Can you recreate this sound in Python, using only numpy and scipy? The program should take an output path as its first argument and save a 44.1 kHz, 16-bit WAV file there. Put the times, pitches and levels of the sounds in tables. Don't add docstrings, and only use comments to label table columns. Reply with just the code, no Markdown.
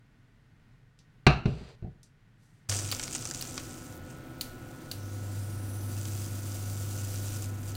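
import sys
import numpy as np
from scipy import signal
from scipy.fft import rfft, irfft, next_fast_len
from scipy.io import wavfile
from scipy.ndimage import uniform_filter1d, map_coordinates

SR = 44100
rng = np.random.default_rng(int(sys.argv[2]) if len(sys.argv) > 2 else 0)


def to_wav(s):
    ch = np.atleast_2d(s).T
    pcm = np.round(np.clip(ch, -1, 1) * 32767)
    wavfile.write(sys.argv[1], SR, pcm.astype(np.int16))


N = 342216
T = np.arange(N) / SR

# start in seconds, metal level in dB, thump level in dB.
BLOWS = [(1.2663, -8.5, -9), (1.3, -36, -27), (1.456, -31.5, -18.5), (1.480, -68, -18.5), (1.535, -59, -32),
         (1.611, -70, -37.5), (1.824, -59, -34), (1.844, -70, -32.5), (1.869, -80, -38.5)]
# frequency in Hz, level in dB, t60 in seconds.
POT_MODES = [(626, -8.5, 0.18), (734, -7, 0.28), (820, -7.5, 0.11), (1150, -7, 0.05), (1212, -8.5, 0.26),
             (1377, -17, 0.53), (1567, -2, 0.099), (1707, -18, 0.321), (2047, -5.5, 0.046),
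             (2300, -13.5, 0.19), (2720, -13, 0.33), (2740, -13.5, 0.17), (3040, -17, 0.093),
             (3176, -22.5, 0.31), (3580, -21.5, 0.2), (3865, -18.5, 0.244), (3750, -20, 0.17),
             (4440, -14.5, 0.1), (4409, -13.5, 0.04), (5060, -25.5, 0.2), (9534, -45.5, 0.25)]
# frequency in Hz, level in dB, t60 in seconds.
WORKTOP_MODES = [(61.2, -4, 0.25), (110, 8.5, 0.055), (131, 0, 0.27), (170, 4, 0.1), (227.7, -8, 0.053),
                 (292, -12, .12), (364, -7, 0.12), (469, -17.5, 0.21), (682, -12, .1)]
# frequency in Hz, density in dB per Hz.
CLANK_SPECTRUM = [(180, -32.5), (300, -8), (377, -3.5), (467, -15.5), (788, -7), (1820, -20.5),
                  (2730, -8.5), (3270, -30.5), (4120, -14.5), (5180, -33.5), (5710, -29.5), (15000, -71)]
# time in seconds, level in dB.
SLIDE = [(1.457, -59), (1.58, -63), (1.7, -61), (1.745, -69)]
# frequency in Hz, density in dB per Hz.
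RUBBING_SPECTRUM = [(200, -24), (400, 2.5), (1000, -11), (2500, -13), (3300, -14.5), (4200, -12.5),
                    (4900, -20.5), (5300, -24), (5900, -26), (6600, -26), (7600, -26), (8300, -29),
                    (8900, -34.5), (12000, -46)]
# time in seconds, level in dB.
RUSTLE = [(2.38, -87), (2.436, -75), (2.64, -83.5), (2.66, -96)]
# frequency in Hz, density in dB per Hz.
CLOTH_SPECTRUM = [(1500, -30), (4000, 2), (8000, 3), (15000, -10.5)]
# start in seconds, level in dB, centre in Hz.
HANDLE_TICKS = [(0.9898, -45.5, 4450), (2.031, -42.5, 5800)]
# time in seconds, level in dB, crackle share in dB, top hiss level in dB.
SIZZLE = [(2.69, -37, -1, -63), (2.85, -49.5, 5.5, -59), (3.5, -53, 5.5, -60), (3.8, -56, -6, -59.5),
          (3.96, -62.5, -3, -65), (4.01, -79, 6, -78), (4.1, -65.5, 6.5, -69), (4.2, -85, 13, -71.5),
          (4.75, -65.5, -2, -68.5), (5.4, -55.5, -12, -57.5), (5.87, -59, -17, -57), (5.92, -52, -2, -53),
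          (7.45, -51, -0.5, -53), (7.53, -64.5, 2, -63.5), (7.63, -64, 6.5, -60), (7.69, -53, 0, -54.5),
          (7.76, -58.5, -4, -67)]
# frequency in Hz, density in dB per Hz.
STEAM_SPECTRUM = [(240, -39), (400, 3.5), (512, 0), (626, 1.5), (742, -1.5), (906, -8), (1330, -3),
                  (1900, -10), (2050, -7.5), (4180, -4.5), (7400, -1.5), (15000, -20.5), (16000, -15)]
# frequency in Hz, density in dB per Hz.
CRACKLE_SPECTRUM = [(1000, -52), (2500, -5), (4500, -11), (6800, 2), (8500, -0.5), (11000, -22),
                    (16000, -20)]
# frequency in Hz, density in dB per Hz.
JET_SPECTRUM = [(5590, -19), (9500, 0), (11100, -1.5), (12400, -3.5), (15000, 2.5), (15700, -4),
                (16000, -13)]
# start in seconds, level in dB,
# low body relative to the snap in dB.
SET_SPITS = [(2.6959, -12.5, -6.5), (2.7152, -24.5, 7), (2.7245, -14.5, -5), (2.7377, -19, -5),
             (2.7731, -19, -20), (2.7892, -16.5, -8), (2.798, -21, -20), (2.851, -23, -4),
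             (2.8899, -21, -8), (2.9038, -30, -18), (2.9234, -14, 0), (2.9487, -14.5, -15),
             (2.9961, -14, -4.5), (3.029, -16, -7), (3.0371, -13, -15), (3.0788, -27, 6),
             (3.1113, -25, -13), (3.1504, -10.5, -10), (3.1573, -16.5, -7.5), (3.2246, -23, -18),
             (3.254, -14, -12.5), (3.2733, -19, -22), (3.3113, -13.5, -10), (3.3474, -17.5, -13),
             (3.4245, -15.5, -8.5), (3.473, -26, -21), (3.5783, -13.5, -3.5), (6.0547, -21, -7),
             (6.5195, -25, -20)]
# time in seconds, level in dB.
PUTTER = [(3.9, -70), (3.96, -55), (4.02, -65.5), (4.9, -65.5), (5.4, -73.5), (7.45, -76), (7.52, -61),
          (7.76, -62.5)]
# frequency in Hz, density in dB per Hz.
PUFF_SPECTRUM = [(3000, -33), (5000, -19), (9000, -8), (12000, -5), (15000, -1)]
# pitch ratio, level in dB.
WHISTLE_BANDS = [(1, 0), (.88, -3), (.6, -7), (1.13, -9)]
# frequency in Hz, width in Hz, lift in dB.
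PLATE_PEAKS = [(4800, 400, 4), (5950, 400, 4), (7600, 400, 2), (8800, 450, 4), (10050, 400, 4),
               (11400, 400, 3), (13300, 500, 2), (14700, 400, 3)]
# start in seconds, level in dB.
RELAY_CLICKS = [(2.9146, -17), (3.4111, -23.5), (4.4107, -18), (4.9142, -21), (7.7514, -30.5)]
# frequency in Hz, level in dB, t60 in seconds.
ARMATURE_MODES = [(2994, -9.5, 0.02), (4250, 12.5, 0.0053), (4590, -4, 0.024), (7000, -15, 0.022),
                  (9030, -9, 0.022), (11200, -20, 0.044), (14900, -3, 0.02)]
# on in seconds, off in seconds, first level in dB, settled level in dB,
# settling time constant in seconds.
COIL_ON = [(2.693, 2.95, -29, -40.5, 0.088), (4.91, 7.759, -44, -35.5, 0.19)]
# multiple of the shaft speed, level in dB.
FAN_TONES = [(7, -54.5), (14, -60.5), (16, -74.5), (20, -66), (21, -67), (24, -79), (28, -70), (36, -61),
             (40, -59.5)]
# frequency in Hz, density in dB per Hz.
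FAN_AIR_SPECTRUM = [(12, -27), (20, 0.5), (54, -9), (120, 4), (210, -11.5), (245, -2.5), (278, -7.5),
                    (324, -2), (419, -16), (514, -14), (664, -17), (1080, -24), (1430, -21.5), (1890, -25),
                    (9000, -40), (11700, -73), (19800, -120)]
# frequency in Hz, density in dB per Hz.
KITCHEN_SPECTRUM = [(12, -27.5), (20, -7.5), (39, -3.5), (60, -24), (116, -0.5), (210, -15.5), (248, -16),
                    (388, -27), (434, -22.5), (542, -31.5), (607, -29.5), (1190, -31.5), (1860, -29.5),
                    (3440, -38), (16000, -57)]
# frequency in Hz, width in Hz, lift in dB.
WHINE_PEAKS = [(1478, 90, 6.5), (1860, 37, 6.5), (2050, 120, 1.5)]
# frequency in Hz, t60 in seconds.
WALLS = [(100, 0.54), (1000, 0.37), (4000, 0.29), (12000, 0.11)]

CUT_S = 2.687
SPIT_HZ, SPIT_SCATTER = 6270, 0.035
SMALL_PER_S, SMALL_DB, DRY_S = 55, -26.5, 3.62
PUFFS_PER_S = 90
WHISTLE_S, WHISTLE_HZ = (4.95, 5.92), (5700, 10250)
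WHISTLE_DB, SWELL_DB = -65, 6.5
CLIMB_MID_S, CLIMB_S = 5.33, .135
COIL_HUM_HZ, SHAFT_HZ = 100, 36.39
QUIET_DB = -59.5
CLIP, TOP_HZ = .5, 16000


def amp(db):
    return 10 ** (np.asarray(db) / 20)


def unit(x):
    return x / np.sqrt(np.mean(x ** 2) + 1e-20)


def along(points, hz):
    f, v = np.transpose(points)
    return np.interp(np.log(hz + 1), np.log(f + 1), v)


def span(start, end, smooth):
    return uniform_filter1d(1. * (T > start) * (T < end), size=smooth)


def curves(rows):
    s, *cols = np.transpose(rows)
    gate = uniform_filter1d(1. * (T > s[0]) * (T <= s[-1] + .01), size=200)
    return [gate] + [np.interp(T, s, c) for c in cols]


def wobble(rate):
    knots = rng.standard_normal(int(N * rate / SR) + 4)
    return map_coordinates(knots, [T * rate])


def filtered(x, response):
    m = next_fast_len(N + SR // 2)
    return irfft(rfft(x, m) * response(np.fft.rfftfreq(m, 1 / SR)), m)[:N]


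def coloured(spectrum, x=None):
    x = rng.standard_normal(N) if x is None else x
    return unit(filtered(x, lambda hz: amp(along(spectrum, hz))))


def lifted(x, peaks):
    def response(f):
        return amp(sum(db / (1 + (2 * (f - hz) / width) ** 2) for hz, width, db in peaks))
    return filtered(x, response)


def band(x, hz, octaves):
    edges = np.clip(hz * 2. ** np.array([-octaves / 2, octaves / 2]), 30, SR * .45)
    return signal.sosfilt(signal.butter(N=2, Wn=edges, btype="band", fs=SR, output="sos"), x)


def puff(t60, size=SR // 2):
    return amp(-60 * T[:size] / t60) * rng.standard_normal(size)


def bursts(starts, length):
    envelope = signal.lfilter([1], [1, -np.exp(-1 / (length * SR))], starts)
    return envelope * rng.standard_normal(N)


def random_starts(per_s, spread_db, most):
    hits = rng.random(N) < per_s / SR
    return hits * amp(spread_db * rng.exponential(size=N).clip(0, most))


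def ring(modes, scatter_db, attack, rough):
    hz, db, t60 = np.transpose(modes)[..., None]
    t = T[:round(min(t60.max(), .3) * SR)]
    waver = rng.standard_normal((len(modes), len(t)))
    waver = unit(uniform_filter1d(uniform_filter1d(waver, size=120), size=120))
    phase = 2 * np.pi * np.cumsum(hz * (1 + rough * waver), axis=1) / SR
    db = db + scatter_db * rng.standard_normal(db.shape)
    return (1 - np.exp(-t / attack)) * np.sum(amp(db - 60 * t / t60) * np.sin(phase), axis=0)


def add(track, s, sound):
    part = track[round(s * SR):][:len(sound)]
    part += sound[:len(part)]


def set_down():
    out, clatter, t = np.zeros(N), np.zeros(N), T[:SR // 2]
    rise = 1 - np.exp(-t / 0.0013)
    for s, db, thump_db in BLOWS:
        add(out, s, amp(db - 9) * ring(POT_MODES, scatter_db=2, attack=.0015, rough=.045))
        add(out, s, amp(db - 20) * rise * band(puff(0.058), 5300, octaves=0.74))
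        add(out, s, amp(thump_db - 3) * ring(WORKTOP_MODES, scatter_db=1.5, attack=.003, rough=.12))
        quick = amp(db + 3.5 - 60 * t / 0.029)
        lingering = amp(db - 20.5 - 60 * t / 0.37)
        add(clatter, s, rise * (quick + lingering))
    return out + clatter * amp(1.3 * wobble(150)) * coloured(CLANK_SPECTRUM)


def handling():
    gate, db = curves(SLIDE)
    grit = bursts(random_starts(900, spread_db=4, most=2.5), .0007)
    rubbing = coloured(RUBBING_SPECTRUM, rng.standard_normal(N) + 0.54 * unit(grit))
    out = gate * amp(db + 5.5 + 0.92 * wobble(40)) * plate(rubbing)
    gate, db = curves(RUSTLE)
    out += gate * amp(db + 1.2 * wobble(80)) * coloured(CLOTH_SPECTRUM)
    for s, db, hz in HANDLE_TICKS:
        add(out, s, amp(db - 4) * band(puff(.015), hz, octaves=1.5))
        add(out, s, amp(db - 11.5) * band(puff(0.17), hz, octaves=1.1))
    return out


def sizzle():
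    gate, db, crackle_db, top_db = curves(SIZZLE)
    flutter = 0.76 * wobble(25) + 1.4 * wobble(90) + 0.53 * wobble(5)
    pops = bursts(random_starts(600, spread_db=5.5, most=2.8), .0006)
    hiss = amp(flutter) * coloured(STEAM_SPECTRUM)
    crackle = amp(crackle_db + 1.5 * wobble(12)) * coloured(CRACKLE_SPECTRUM, pops)
    top = amp(top_db + 0.92 * flutter) * coloured(JET_SPECTRUM)
    return gate * (amp(db) * (hiss + crackle) + top)


def spits():
    out = np.zeros(N)
    draw = rng.random((60, 3))
    times = CUT_S + (np.arange(len(draw)) + draw[:, 0]) / SMALL_PER_S
    small = [(s, SMALL_DB - 9 * a, -14 * b) for s, (_, a, b) in zip(times, draw) if s < DRY_S]
    for s, db, body_db in list(SET_SPITS) + small:
        hz = SPIT_HZ * (1 + SPIT_SCATTER * rng.standard_normal())
        click = 4 * (T[:1200] == 0)
        tail = amp(-12) * puff(0.029, size=1200)
        snap = band(click + puff(0.0034, size=1200) + tail, hz, octaves=0.6)
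        body = band(puff(0.027, size=1200), 1800, octaves=2.86)
        drop = snap / np.abs(snap).max() + amp(body_db) * body / np.abs(body).max()
        add(out, s, amp(db - 7.5) * drop)
    return out


def putter():
    gate, db = curves(PUTTER)
    count = np.floor(np.cumsum(PUFFS_PER_S * amp(1.9 * wobble(70))) / SR)
    starts = np.diff(count, prepend=0) * amp(2.5 * wobble(120))
    return gate * amp(db) * coloured(PUFF_SPECTRUM, bursts(starts, .0008))


def whistle():
    out = np.zeros(N)
    narrow = 1 / (1 + np.exp(-(T - CLIMB_MID_S) / CLIMB_S))
    hz = WHISTLE_HZ[0] + (WHISTLE_HZ[1] - WHISTLE_HZ[0]) * narrow
    phase = 2 * np.pi * np.cumsum(hz) / SR
    gate = span(*WHISTLE_S, smooth=3000)
    for ratio, band_db in WHISTLE_BANDS:
        breathy = unit(wobble(560)) * amp(1.5 * wobble(14))
        out += gate * amp(WHISTLE_DB + SWELL_DB * narrow + band_db) * breathy * np.sin(ratio * phase)
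    return out


def relays():
    out = np.zeros(N)
    for s, db in RELAY_CLICKS:
        add(out, s, amp(db - 6) * ring(ARMATURE_MODES, scatter_db=1.5, attack=.0008, rough=.015))
        add(out, s, amp(db - 10.5) * band(puff(0.041), 4340, octaves=2.0))
        add(out, s, amp(db - 14.5) * band(puff(.02), 11000, octaves=1.2))
        add(out, s, amp(db - 24) * band(puff(0.35), 6000, octaves=3.1))
        bounce = ring(ARMATURE_MODES, scatter_db=1.5, attack=.0008, rough=.015)
        add(out, s + .004, amp(db - 15) * bounce)
    return out


def coil():
    phase = 2 * np.pi * COIL_HUM_HZ * T
    level = np.zeros(N)
    for on, off, first_db, end_db, settle in COIL_ON:
        db = end_db + (first_db - end_db) * np.exp(-np.abs(T - on) / settle)
        level += span(on, off, smooth=600) * amp(db)
    hum = np.sin(phase) + amp(-19.5) * np.sin(2 * phase + 1.7)
    return level * amp(2.5 + 0.48 * wobble(12)) * hum


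def fan():
    turn = 2 * np.pi * SHAFT_HZ * T + 0.0062 * wobble(5)
    out = amp(-44.5 + 0.57 * wobble(3.96)) * coloured(FAN_AIR_SPECTRUM)
    for k, db in FAN_TONES:
        out += amp(db + 1.5 + 1.7 * wobble(24)) * np.sin(k * turn + rng.uniform(0, 2 * np.pi))
    return out


def kitchen():
    air = lifted(coloured(KITCHEN_SPECTRUM), WHINE_PEAKS)
    return (T < CUT_S) * amp(QUIET_DB + 0.85 * wobble(5.3)) * air


def plate(x):
    return lifted(x, PLATE_PEAKS)


def room(x):
    hz, t, z = signal.stft(rng.standard_normal(SR // 2), SR, nperseg=256)
    decay = amp(-60 * t / along(WALLS, hz)[:, None])
    tail = signal.istft(z * decay, SR, nperseg=256)[1]
    delayed = np.pad(x, (150, 0))
    return signal.fftconvolve(delayed, tail / np.linalg.norm(tail))[:N]


def scene():
    pot = set_down() + plate(handling())
    near = relays() + plate(sizzle() + spits() + putter() + whistle())
    before = pot + amp(-15.5) * room(pot)
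    hob = fan() + coil() + near + amp(-13.5) * room(near)
    fade = np.clip((T - CUT_S) / 0.0037, 0, 1)
    return (kitchen() + before * (1 - fade) + fade * hob)[None]


def record(dry):
    hard = dry[0] / (1 + np.abs(dry[0] / CLIP) ** 16) ** (1 / 16)
    return filtered(hard, lambda hz: hz < TOP_HZ)[None]


dry = scene()
out = record(dry)
to_wav(out)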